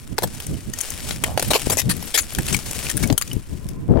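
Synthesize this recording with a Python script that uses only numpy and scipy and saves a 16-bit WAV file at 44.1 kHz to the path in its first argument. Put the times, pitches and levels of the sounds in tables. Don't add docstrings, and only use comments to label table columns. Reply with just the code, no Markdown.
import sys
import numpy as np
from scipy import signal
from scipy.fft import rfft, irfft
from scipy.io import wavfile
from scipy.ndimage import uniform_filter1d

SR = 44100
rng = np.random.default_rng(int(sys.argv[2]) if len(sys.argv) > 2 else 0)


def unload_wav(signal):
    wavfile.write(
        sys.argv[1],
        SR,
        np.round(np.clip(np.atleast_2d(signal).T, -1, 1) * 32767).astype(np.int16),
    )


N = 176400

# frequency in Hz, relative level in dB.
STREET_EQ = [(40, 38), (300, -35), (1000, 9.5), (2500, 2), (8000, -35), (16000, -9)]
BREEZE_EQ = [(20, -19), (70, 4), (140, -3), (280, -9), (600, -24), (1500, -51.5)]
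GUST_EQ = [(20, -15), (70, 0), (130, 1.5), (280, -8), (500, -21.5), (1000, -38), (2500, -68.5)]
GRAIN_EQ = [(200, -7.5), (500, -1.5), (1100, -6.5), (2400, -2), (4200, -3), (7500, 0.5), (10500, 0),
            (13000, -10.5), (16000, -14.5)]
# frequency in Hz, gain in dB.
SHADED_PORT_EQ = [(500, 1.5), (2500, -2.5), (5000, -4.5), (7700, -16), (10500, -14), (12500, -1),
                  (15000, 3.5)]
# centre in seconds, length in seconds, relative level in dB.
GUSTS_LEFT = [(.255, 0.047, -25), (.52, 0.052, -26.5), (1.70, 0.14, -28), (1.872, 0.049, -17.5),
              (1.92, 0.14, -28), (2.39, 0.025, -24), (2.54, 0.063, -20), (2.96, 0.034, -20),
              (3.04, 0.046, -15), (3.118, 0.032, -11), (3.35, 0.073, -24), (3.535, 0.045, -24),
              (3.78, 0.1, -31), (3.91, 0.025, -5.5), (3.965, 0.058, -12.5)]
GUSTS_RIGHT = [(.122, 0.016, -23), (.24, 0.019, -25), (.36, 0.12, -33.5), (.53, 0.08, -23.5),
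               (.69, 0.03, -24.5), (1.23, 0.18, -31), (1.36, 0.028, -25), (1.49, 0.062, -22),
               (1.89, 0.042, -20.5), (2.395, 0.027, -18), (3.66, 0.0068, -22.5), (3.84, 0.1, -28),
               (3.91, 0.027, -16.5)]
# centre in seconds, length in seconds, level in dB.
FLUTTERS = [(3.07, 0.11, -30.5), (3.92, 0.035, -16.5), (3.975, 0.044, -17)]
# centre in seconds, width in seconds, peak in dB.
THUMPS = [(1.672, 0.00069, 1.5), (3.368, 0.0015, -2.5)]
# centre in seconds, length in seconds, level in dB.
RUBS = [(1.29, 0.083, -35), (1.40, 0.064, -64)]
# time in seconds, relative level in dB.
GRAIN_FLOW = [(0, -41), (0.15, -42), (0.27, -34.5), (0.4, -33), (0.5, -34.5), (0.71, -39), (0.83, -25.5),
              (1.02, -29), (1.09, -23.5), (1.211, -35), (1.27, -27), (1.35, -35.5), (1.45, -26),
              (1.62, -22.5), (1.76, -30.5), (1.85, -37), (1.96, -28.5), (2.11, -29.5), (2.22, -31),
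              (2.38, -31), (2.5, -23), (2.65, -29.5), (2.75, -25.5), (2.88, -22), (2.95, -33.5),
              (3.02, -26), (3.16, -40.5), (3.32, -36), (3.4, -41), (3.6, -42.5), (4, -55)]
# start in seconds, pitch in Hz, main mode's peak in dB, T60 in seconds.
CLINKS = [(0.737, 1854, -28, 0.045), (.811, 6210, -12, 0.017), (1.239, 8990, -4.5, 0.017),
          (1.255, 3100, -35, 0.075), (1.80, 3700, -29, 0.13), (1.913, 10300, -15, 0.059),
          (2.177, 2190, -14, 0.026), (2.182, 7600, -13, 0.065), (2.207, 10050, -18, 0.12),
          (2.333, 11250, -21, 0.044), (2.218, 8300, -19, 0.034), (2.223, 6700, -20, 0.026),
          (2.528, 6300, -14.5, 0.042), (2.969, 9120, -6.5, 0.021), (3.038, 2245, -18.5, 0.048),
          (3.3145, 2980, -19.5, 0.03)]
# start in seconds, then relative low, middle and treble levels in dB.
CRACKS = [(0.182, -23, -12.5, -18), (0.186, -15, -20.5, -18), (0.2225, -21, -28, -25),
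          (0.348, -41, -38, -33), (0.402, -37, -27.5, -24), (0.4665, -45, -40, -23),
          (0.7355, -51, -29.5, -20.5), (0.7875, -35, -33, -17), (0.8055, -53, -28, -19.5),
          (0.8115, -51, -48, -14), (0.9035, -39, -57, -17), (1.109, -29, -19, -25),
          (1.238, -19, -14.5, -13.5), (1.242, -22, -16, -27), (1.376, -10, -16, -16.5),
          (1.3955, -18, -18.5, -14), (1.402, -24, -65, -42), (1.4255, -12.5, -20, -14),
          (1.534, -20, -11.5, -15), (1.771, -16, -27, -14), (1.817, -32, -24.5, -24),
          (2.026, -31, -33, -23), (2.3495, -37, -23, -18), (2.386, -20, -20, -18), (2.466, -56, -25.5, -22),
          (2.483, -49, -24.5, -30), (2.5455, -26, -12, -17), (2.566, -41, -28, -15.5),
          (2.711, -34, -32, -17), (2.867, -34.5, -22, -35), (2.895, -76, -21, -21),
          (2.899, -25, -19, -14.5), (2.914, -44, -26.5, -17.5), (2.97, -63, -36, -29),
          (2.975, -52, -24, -16.5), (3.074, -43, -49, -21.5), (3.101, -19.5, -18.5, -28),
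          (3.126, -23, -24.5, -20.5), (3.1785, -29, -16, -6.5), (3.2133, -30, -22.5, -17.5),
          (3.222, -43, -20, -16), (3.2765, -66, -32, -27.5), (3.331, -62, -40, -23),
          (3.688, -46, -38, -28.5)]
# start in seconds, length in seconds,
# then relative low, middle and treble levels in dB.
CRUNCHES = [(0.23, 0.0096, -14.5, -22, -16.5), (1.504, 0.011, -13.5, -14.5, -15.5),
            (1.539, 0.024, -15.5, -15.5, -17.5), (1.696, 0.011, -18, -21, -14),
            (1.716, 0.018, -20.5, -25.5, -15), (1.776, 0.027, -27, -21, -14.5),
            (1.891, 0.026, -33, -20.5, -17.5), (2.14, 0.023, -21, -15.5, -14.5),
            (2.174, 0.019, -31.5, -16, -11.5), (2.523, 0.026, -38, -26.5, -19.5),
            (3.025, 0.015, -35.5, -23.5, -21)]

LOW_HZ, MIDDLE_HZ, TREBLE_HZ, TOP_HZ = 370, 1404, 5440, 12780
CUTOFF_HZ = 15900
STEREO_SPREAD = 1
CRACK_DB, CRACK_S, CRACK_DECAY_S, CRACK_SNAPS_PER_S = -2.5, 0.007, 0.0033, 2100
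CRUNCH_DB, CRUNCH_ATTACK_S, CRUNCH_RELEASE_S, CRUNCH_SNAPS_PER_S = -0.5, 0.0021, 0.0059, 4500
SLIDE_DB, GRAINS_PER_S, TICK_DB, TICKS_PER_S = -7.5, 14000, -41, 240
SNAP_SPREAD_DB, CRUMB_SPREAD_DB = 2.5, 3.6


def from_db(db):
    return 10 ** (np.asarray(db) / 20)


def rms_one(x):
    return x / np.sqrt(np.mean(x ** 2) + 1e-20)


def band(x, low_hz, high_hz):
    return signal.sosfilt(signal.butter(2, [low_hz, high_hz], "band", fs=SR, output="sos"), x + 1e-18)


def equalise(x, points):
    n = x.shape[-1]
    hz, db = np.transpose(points)
    bin_hz = np.arange(n + 1) * SR / (2 * n)
    curve_db = np.interp(np.log(bin_hz + 1), np.log(hz), db)
    cepstrum = irfft(np.log(from_db(curve_db)))
    cepstrum[1:n] *= 2
    cepstrum[n + 1:] = 0
    return irfft(rfft(x, 2 * n) * np.exp(rfft(cepstrum)))[..., :n]


def noise(points):
    return rms_one(equalise(rng.standard_normal((2, N)), points))


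def wander(per_s, size):
    steps = np.arange(size) * per_s / SR
    return np.interp(steps, np.arange(size), rng.standard_normal(size))


def swell(rows):
    t = np.arange(N) / SR
    return np.sqrt(sum(from_db(db) ** 2 * np.exp(-np.minimum((2 * (t - centre) / length) ** 2, 60))
                       for centre, length, db in rows))


def clicks(per_s, spread_db, size):
    hits = rng.random(size) < per_s / SR
    gains = from_db(spread_db * np.minimum(rng.exponential(1, size), 4))
    return hits * gains * rng.choice([-1, 1], size)


def snap_train(per_s, spread_db, size):
    shared, left, right = (clicks(per_s, spread_db, size) for _ in range(3))
    return shared + STEREO_SPREAD * np.array([left, right])


def add(out, start_s, sound):
    start = int(start_s * SR)
    out[:, start:start + sound.shape[-1]] += sound[:, :N - start]


def street(hum_db=-40, whine_hz=1019, whine_db=-56.5):
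    whine = rms_one(band(rng.standard_normal(N), whine_hz - 20, whine_hz + 20))
    return from_db(hum_db) * noise(STREET_EQ) + whine * swell([(3.72, 0.22, whine_db)])


def wind(breeze_db=-42, swing_db=13, gust_db=2, flutter_hz=653):
    lulls = np.minimum([wander(14, N), wander(14, N)], 1)
    breeze = noise(BREEZE_EQ) * from_db(breeze_db + swing_db * lulls)
    buffet = noise(GUST_EQ)
    buffet /= np.sqrt(uniform_filter1d(buffet ** 2, size=1300, axis=1))
    gusts = from_db(gust_db) * np.array([swell(GUSTS_LEFT), swell(GUSTS_RIGHT)]) * buffet
    air = band(rng.standard_normal(N), flutter_hz / 2, flutter_hz)
    flutter = rms_one(air * from_db(6.5 * wander(300, N))) * swell(FLUTTERS)
    return breeze + gusts + flutter * np.array([[1], [0]])


def thumps():
    return swell(THUMPS) * np.array([[1], [0]])


def panel_reflections(x, level_db=-15, t60_s=0.09, predelay_s=0.002):
    t = np.arange(SR // 4) / SR
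    tail = rng.standard_normal((2, len(t))) * from_db(-60 * t / t60_s) * (t > predelay_s)
    tail = rms_one(tail) / np.sqrt(len(t))
    return from_db(level_db) * signal.fftconvolve(x, tail, axes=1)[:, :N]


def rubbing(centre_hz=754, width_hz=510):
    judder = snap_train(per_s=600, spread_db=5.1, size=N)
    return swell(RUBS) * rms_one(band(judder, centre_hz - width_hz / 2, centre_hz + width_hz / 2))


def ice_plate(count=24, longest_t60_s=0.014, ring_db=-2):
    t = np.arange(SR // 25) / SR
    hz = rng.uniform(MIDDLE_HZ, TOP_HZ, (count, 1))
    t60 = longest_t60_s * rng.uniform(0.3, 1, (count, 1))
    modes = np.sin(2 * np.pi * hz * t) * from_db(-60 * t / t60)
    weights = rng.standard_normal(count) + STEREO_SPREAD * rng.standard_normal((2, count))
    return (t == 0) + from_db(ring_db) * rms_one(weights @ modes) / np.sqrt(len(t))


def sliding_grains(flow_db, sizes=10):
    hiss = rms_one(equalise(snap_train(GRAINS_PER_S, spread_db=0, size=N), GRAIN_EQ))
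    crumbs = np.zeros((2, N))
    for _ in range(sizes):
        hits = clicks(TICKS_PER_S / sizes, CRUMB_SPREAD_DB, N)
        crumbs += signal.fftconvolve(hits[None], ice_plate(), axes=1)[:, :N]
    ticks = rms_one(equalise(crumbs, GRAIN_EQ)) * from_db(TICK_DB + 0.99 * (flow_db - flow_db.mean()))
    flicker_db = 3.6 * wander(80, N)
    return hiss * from_db(flow_db + SLIDE_DB + flicker_db) + ticks


def splinters(flow_db, sizes=16, per_s=40, t60_s=0.012, below_hiss_db=8.5):
    out, t = np.zeros(N), np.arange(SR // 10) / SR
    for hz in rng.uniform(8500, 13000, sizes):
        ring = np.sin(2 * np.pi * hz * t) * from_db(-60 * t / t60_s)
        out += signal.fftconvolve(clicks(per_s / sizes, CRUMB_SPREAD_DB, N), ring)[:N]
    return rms_one(out) * from_db(flow_db + SLIDE_DB - below_hiss_db)


def shards(overtone_ratio=1.63, overtone_db=-11):
    out, t = np.zeros((2, N)), np.arange(SR // 5) / SR
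    for start, hz, db, t60 in CLINKS:
        decay, phase = from_db(-60 * t / t60), 2 * np.pi * hz * t
        ring = np.sin(phase) * decay + from_db(overtone_db) * np.sin(overtone_ratio * phase) * decay ** 2
        add(out, start, from_db(db) * np.array([ring, ring]))
    return out


def fracture(snaps, length_s, levels_db):
    sound = signal.fftconvolve(snaps, ice_plate(), axes=1)
    edges = (LOW_HZ, MIDDLE_HZ, TREBLE_HZ, TOP_HZ)
    power = [np.sum(band(sound, a, b) ** 2) / (2 * length_s * SR) for a, b in zip(edges, edges[1:])]
    low, middle, treble = levels_db - 10 * np.log10(power)
    eq = [(LOW_HZ / 2, low - 21.5), (LOW_HZ, low), (850, low),
          (MIDDLE_HZ, middle), (2400, middle + 0.83), (4400, middle - 2.5),
          (6200, treble), (10800, treble), (CUTOFF_HZ, treble - 12.5)]
    right_cut_db = 0.5 + 0.09 * (levels_db[2] - levels_db[0])
    return equalise(sound, eq) * from_db([[0], [-right_cut_db]])


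def breaking_crust():
    out, t = np.zeros((2, N)), np.arange(SR // 16) / SR
    first_snap = 1.8 * (t == 0)
    for start, *levels_db in CRACKS:
        run = snap_train(CRACK_SNAPS_PER_S, SNAP_SPREAD_DB, len(t)) * np.exp(-t / CRACK_DECAY_S)
        add(out, start, from_db(CRACK_DB) * fracture(first_snap + run, CRACK_S, levels_db))
    for start, length, *levels_db in CRUNCHES:
        attack = np.minimum(t / CRUNCH_ATTACK_S, 1)
        release = np.exp(-np.maximum(t - length, 0) / CRUNCH_RELEASE_S)
        lumps = from_db(1.5 * wander(344, len(t)))
        run = snap_train(CRUNCH_SNAPS_PER_S, SNAP_SPREAD_DB, len(t)) * attack * release * lumps
        add(out, start, from_db(CRUNCH_DB) * fracture(run, length, levels_db))
    return out


def scene():
    ice = breaking_crust() + shards() + rubbing()
    flow_db = np.interp(np.arange(N) / SR, *np.transpose(GRAIN_FLOW))
    left, right = ice + panel_reflections(ice) + sliding_grains(flow_db) + splinters(flow_db)
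    return np.array([left, equalise(right, SHADED_PORT_EQ)]) + wind() + thumps() + street()


def record(dry):
    lowpass = signal.ellip(10, 0.1, 80, CUTOFF_HZ, fs=SR, output="sos")
    return signal.sosfilt(lowpass, 1.1 * np.tanh(dry / 1.1))


dry = scene()
out = record(dry)
unload_wav(out)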